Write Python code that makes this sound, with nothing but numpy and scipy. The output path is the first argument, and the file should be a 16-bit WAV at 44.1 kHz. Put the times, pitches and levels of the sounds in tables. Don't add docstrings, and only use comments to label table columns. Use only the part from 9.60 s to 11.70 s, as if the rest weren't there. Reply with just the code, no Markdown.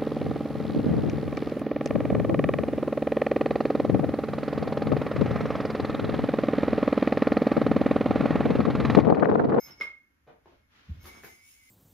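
import sys
import numpy as np
from scipy import signal
from scipy.fft import rfft, irfft
from scipy.io import wavfile

SR = 44100
rng = np.random.default_rng(int(sys.argv[2]) if len(sys.argv) > 2 else 0)


def dump(signal):
    limited = np.clip(np.atleast_2d(signal).T, -1, 1)
    pcm = np.round(limited * 32767).astype(np.int16)
    wavfile.write(sys.argv[1], SR, pcm)


N = 92610
T = np.arange(N) / SR
EARS = np.array([[1], [-1]])
EAR_PHASE = 0.59


def amp(db):
    return 10 ** (np.asarray(db) / 20)


def unit(x):
    return x / np.sqrt(np.mean(np.abs(x) ** 2))


def curve(rows, column=1):
    rows = np.array(rows)
    return np.interp(T, rows[:, 0], rows[:, column])


def colour(x, points, keep_power=True):
    size = 2 * N
    hz, db = np.array(points).T
    gain = amp(np.interp(np.log(np.arange(N + 1) * SR / size + 1), np.log(hz), db))
    cepstrum = irfft(np.log(unit(gain) if keep_power else gain))
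    cepstrum[1:N] *= 2
    cepstrum[N + 1:] = 0
    return irfft(rfft(x, size) * np.exp(rfft(cepstrum)))[..., :N]


def wander(hz):
    freqs = np.arange(N // 2 + 1) * SR / N
    return unit(irfft(rfft(rng.standard_normal(N)) / (1 + (freqs / hz) ** 2), N))


def stereo_noise(wide_hz=450):
    mid, side = rng.standard_normal((2, N))
    side = signal.sosfilt(signal.butter(1, wide_hz, "high", fs=SR, output="sos"), side)
    return unit(mid + EARS * side)


def fade(ring_s, age=T):
    return np.exp(-np.log(1000) * age / ring_s)


def room(x, echo_db, ring_s=0.31, treble_ring_s=0.2, gap_s=0.0075):
    wash = stereo_noise()
    low = signal.sosfilt(signal.butter(1, 4000, fs=SR, output="sos"), wash)
    tail = (low * fade(ring_s) + (wash - low) * fade(treble_ring_s)) * (T > gap_s)
    echoes = signal.fftconvolve(np.atleast_2d(x), unit(tail) / np.sqrt(N), axes=-1)[:, :N]
    return (x + amp(echo_db) * echoes) / np.hypot(1, amp(echo_db))


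def burst(start, db, decay):
    return rng.standard_normal(N) * amp(db) * (T >= start) * np.exp(-np.maximum(T - start, 0) / decay)


def swells(rows):
    return sum(amp(db) * np.exp(-((T - at) / np.where(T < at, rise, fall)) ** 2 / 2)
               for at, rise, fall, db in rows)


def pushes(rows):
    return sum(amp(db) * np.cos(2 * np.pi * hz * (T - at)) * np.exp(-((T - at) / length) ** 2 / 2)
               for at, db, hz, length in rows)


def tone(hz, phase=0):
    return np.cos(2 * np.pi * (np.cumsum(hz) / SR + rng.random()) + phase)


def whir(forward_db=1.8, flutter_db=4):
    # (time [s], speed [turns/s])
    spin_speed = [(0, 56), (.19, 40.5), (.22, 2.5), (1.4, 0), (1.46, 69), (1.7, 80)]
    # (time [s], level [dB])
    rattle_level = [(0, -65.5), (.17, -76), (.2, -61.5), (.22, -110), (1.38, -84.5), (1.5, -60),
                    (1.62, -72.5), (1.69, -65.5), (1.85, -71.5), (1.91, -83), (2.01, -70.5)]
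    # (pitch [Hz], shift by spin [Hz per turn/s], waver [Hz], level [dB])
    shell_tones = [(2163, 1, 7, 5.5), (5160, 2.4, 10, -8), (6110, 4.7, 45, -16.5)]
    # (time [s], level [dB])
    hiss_level = [(0, -69), (.2, -81), (.23, -110), (1.4, -100), (1.47, -61), (1.58, -63), (1.68, -57.5),
                  (1.79, -66), (1.89, -56), (1.94, -61.5), (2.03, -62.5)]
    # (frequency [Hz], level [dB])
    hiss_colour = [(1200, -27), (2600, -2.5), (4200, -10), (7000, 0), (9700, 4.5), (11500, -10),
                   (14500, -3), (16000, -13.5)]
    spin, ring = curve(spin_speed), 0
    for hz, shift, waver, db in shell_tones:
        for way in (-1, 1):
            phase = EARS * (EAR_PHASE + 0.5 * wander(39))
            pitch = hz + way * shift * spin + waver * wander(39)
            ring = ring + tone(pitch, phase) * amp(db + way * forward_db + flutter_db * wander(24))
    once_a_turn = 1 + 0.32 * tone(spin)
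    hiss = colour(stereo_noise(), hiss_colour) * amp(curve(hiss_level) + wander(26)) * once_a_turn
    return room(ring * amp(curve(rattle_level)), -8.5) + room(hiss, -0.46)


def squeal(flare_rise_s=0.019, flare_fall_s=0.024, flutter_db=3.3):
    # (time [s], low tones [dB], middle tone [dB], high tones [dB])
    grip_levels = [(0, -51.5, -60, -48), (.022, -55.5, -63.5, -56.5), (.05, -49.5, -57, -58),
                   (.096, -62.5, -69, -63), (.122, -50.5, -81, -75), (.17, -78, -87, -85.5),
                   (.197, -51.5, -81, -104), (.25, -120, -120, -120)]
    # (time [s], low tones [dB], middle tone [dB], high tones [dB])
    flares = [(1.428, -71, -71, -67.5), (1.57, -67, -67, -98), (1.73, -74, -67, -94),
              (1.845, -75, -88, -105), (1.925, -70.5, -75.5, -100)]
    # (pitch [Hz], level [dB], waver [Hz])
    low = [(5362, 0, 10), (5160, -5, 28)]
    middle = [(6379, 0, 9)]
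    high = [(13382, 0, 12), (13775, -8, 40)]
    sound = 0
    for k, tones in enumerate((low, middle, high)):
        brushes = swells([(at, flare_rise_s, flare_fall_s, dbs[k]) for at, *dbs in flares])
        rub = curve(grip_levels, column=k + 1)
        for hz, db, waver in tones:
            singing = np.sqrt(2) * tone(hz + waver * wander(17), EARS * EAR_PHASE)
            sound = sound + singing * (amp(rub) + brushes) * amp(db + flutter_db * wander(60))
    return room(sound, -7.5)


def string(zip_width_hz=3000, zip_edge_db=-9):
    # (time [s], level [dB])
    rasp_level = [(0, -63.5), (.04, -65), (.09, -50.5), (.13, -89), (.18, -61), (.21, -100), (1.415, -100),
                  (1.452, -44), (1.49, -64), (1.535, -59), (1.58, -56), (1.66, -97)]
    # (frequency [Hz], level [dB])
    rasp_colour = [(50, -20.5), (150, 8.5), (420, 5.5), (1500, 0.5), (2600, -4), (5000, -11), (16000, -24)]
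    # (time [s], rise [s], fall [s], level [dB], strongest frequency [Hz])
    zip_events = [(1.48, 0.028, 0.0087, -49.5, 10800), (1.645, 0.009, 0.02, -51, 13600)]
    # (frequency [Hz], level [dB])
    zip_colour = [(1000, -19), (3000, -5), (7000, -9)]
    # (frequency [Hz], level [dB])
    snap_colour = [(60, 3.5), (380, 0), (1500, -2.5), (2700, -5.5), (3300, -21), (8000, -26)]
    catches = rng.standard_normal(N) * amp(3.2 * wander(250))
    rasp = colour(catches, rasp_colour) * amp(curve(rasp_level))
    zips = 0
    for *swell, hz in zip_events:
        peak = [(hz - zip_width_hz, zip_edge_db), (hz, 0), (hz + zip_width_hz, zip_edge_db)]
        hiss = colour(stereo_noise(), zip_colour + peak)
        zips = zips + hiss * swells([swell]) * amp(3.83 * wander(240))
    running = room(rasp, 3.8) + room(zips, -1.4)
    snap = colour(burst(start=1.635, db=-38, decay=0.0085), snap_colour)
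    return running + room(snap, 2.6)


def weight_shift():
    # (time [s], level [dB])
    rumble_level = [(0, -69.5), (.25, -64), (.4, -76), (.95, -65.5), (1.25, -69), (1.3, -43.5), (1.43, -49),
                    (1.55, -59), (1.68, -60.5), (1.76, -71)]
    # (frequency [Hz], level [dB])
    rumble_colour = [(25, -22), (65, -1.5), (95, -3.5), (130, -13), (220, -21), (1500, -57.5)]
    return colour(stereo_noise(), rumble_colour) * amp(curve(rumble_level))


def still_air(level_db=-73):
    # (frequency [Hz], level [dB])
    air_colour = [(20, -4.5), (70, -10), (150, -9.5), (260, 2.5), (400, -11), (800, -15.5), (1600, -7.5),
                  (4000, -25), (13000, -24.5), (16000, -47.5)]
    return colour(stereo_noise(), air_colour) * amp(level_db)


def hand_thumps():
    # (time [s], level [dB], pitch [Hz], length [s])
    thumps = [(.091, -52, 209.4, 0.0018), (.102, -50.5, 370, 0.0013), (.2065, -37.5, 444, .0016),
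              (.216, -44, 257, 0.0015), (1.645, -39.5, 367, 0.0015)]
    return room(pushes(thumps), -1.5)


def catch(attack_s=0.0025, grip_s=0.0165, grip_fade_s=0.0015, grip_db=-7):
    # (time [s], thud level [dB], thud decay [s], ring level [dB])
    knocks = [(0.2024, -43, 0.0052, -47), (0.2095, -33.5, 0.0075, -21.5)]
    # (frequency [Hz], level [dB])
    thud_colour = [(40, -15.5), (150, -6), (400, -0.5), (700, -2), (1500, 3), (2500, -1.5), (3500, -8),
                   (4600, -11.5), (13500, -23), (16000, -32.5)]
    # (pitch [Hz], level [dB], ring time [s])
    shell_tones = [(2143, -2, 0.38), (2173, -8, 0.38), (2060, -13, 0.33), (5170, -23, 0.24)]
    thud, ring = 0, 0
    for start, thud_db, decay, ring_db in knocks:
        age = np.maximum(T - start, 0)
        grip = amp(grip_db * (1 + np.tanh((age - grip_s) / grip_fade_s)) / 2)
        tones = sum(amp(db) * np.sin(2 * np.pi * hz * age + EARS * EAR_PHASE) * fade(ring_s, age)
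                    for hz, db, ring_s in shell_tones)
        ring = ring + amp(ring_db) * tones * grip * (1 - np.exp(-age / attack_s))
        thud = thud + burst(start, thud_db, decay)
    return room(colour(thud, thud_colour), 2.8) + room(ring, -11)


def pats_and_scuffs():
    # (time [s], level [dB], decay [s])
    touches = [(0.668, -50, 0.0016), (0.6733, -46.5, 0.026), (0.858, -48.5, 0.0072), (.922, -48.5, 0.0038)]
    # (frequency [Hz], level [dB])
    touch_colour = [(40, -29), (150, -4), (600, -0.5), (1100, -7.5), (1500, -15), (3500, -26), (5000, -36),
                    (14000, -54)]
    return room(colour(sum(burst(*touch) for touch in touches), touch_colour), 3.1)


def sleeves():
    # (time [s], rise [s], fall [s], level [dB])
    swishes = [(.885, 0.027, 0.088, -69), (1.165, 0.035, 0.062, -62), (1.3, 0.058, 0.36, -64.5)]
    # (frequency [Hz], level [dB])
    cloth_colour = [(100, -5), (300, -4.5), (650, -11), (1400, -4), (3300, -8.5), (5500, -17), (8000, -26),
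                    (15000, -37)]
    return colour(stereo_noise(), cloth_colour) * swells(swishes) * amp(0.72 * wander(90))


def footstep(rise_s=0.0094):
    # (time [s], level [dB], pitch [Hz], length [s])
    thuds = [(1.298, -37, 170, .004), (1.32, -29, 76, .012)]
    # (pitch [Hz], level [dB], ring time [s])
    floor_tones = [(60, -14, .35), (81, -12, .3), (144, 1, .25)]
    foot = pushes(thuds)
    boards = sum(amp(db) * np.sin(2 * np.pi * hz * T) * fade(ring_s) for hz, db, ring_s in floor_tones)
    boom = signal.fftconvolve(foot, boards * (1 - np.exp(-T / rise_s)))[:N] / (SR * rise_s)
    return foot + boom


def scene():
    return (whir() + squeal() + string() + weight_shift() + still_air()
            + hand_thumps() + catch() + pats_and_scuffs() + sleeves() + footstep())


def record(dry, top_hz=15400):
    # (frequency [Hz], gain [dB])
    mid_response = [(6900, 0), (7900, -19.5), (8700, -41.5), (9500, -5.5), (11000, 0)]
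    # (frequency [Hz], gain [dB])
    side_response = [(6000, 1.5), (8500, 1), (10300, 0), (11600, -19), (12700, -13), (13800, -0.5)]
    mid = colour((dry[0] + dry[1]) / 2, mid_response, keep_power=False)
    side = colour((dry[0] - dry[1]) / 2, side_response, keep_power=False)
    return signal.sosfilt(signal.ellip(8, .2, 70, top_hz, fs=SR, output="sos"), mid + EARS * side)


dry = scene()
out = record(dry)
dump(out)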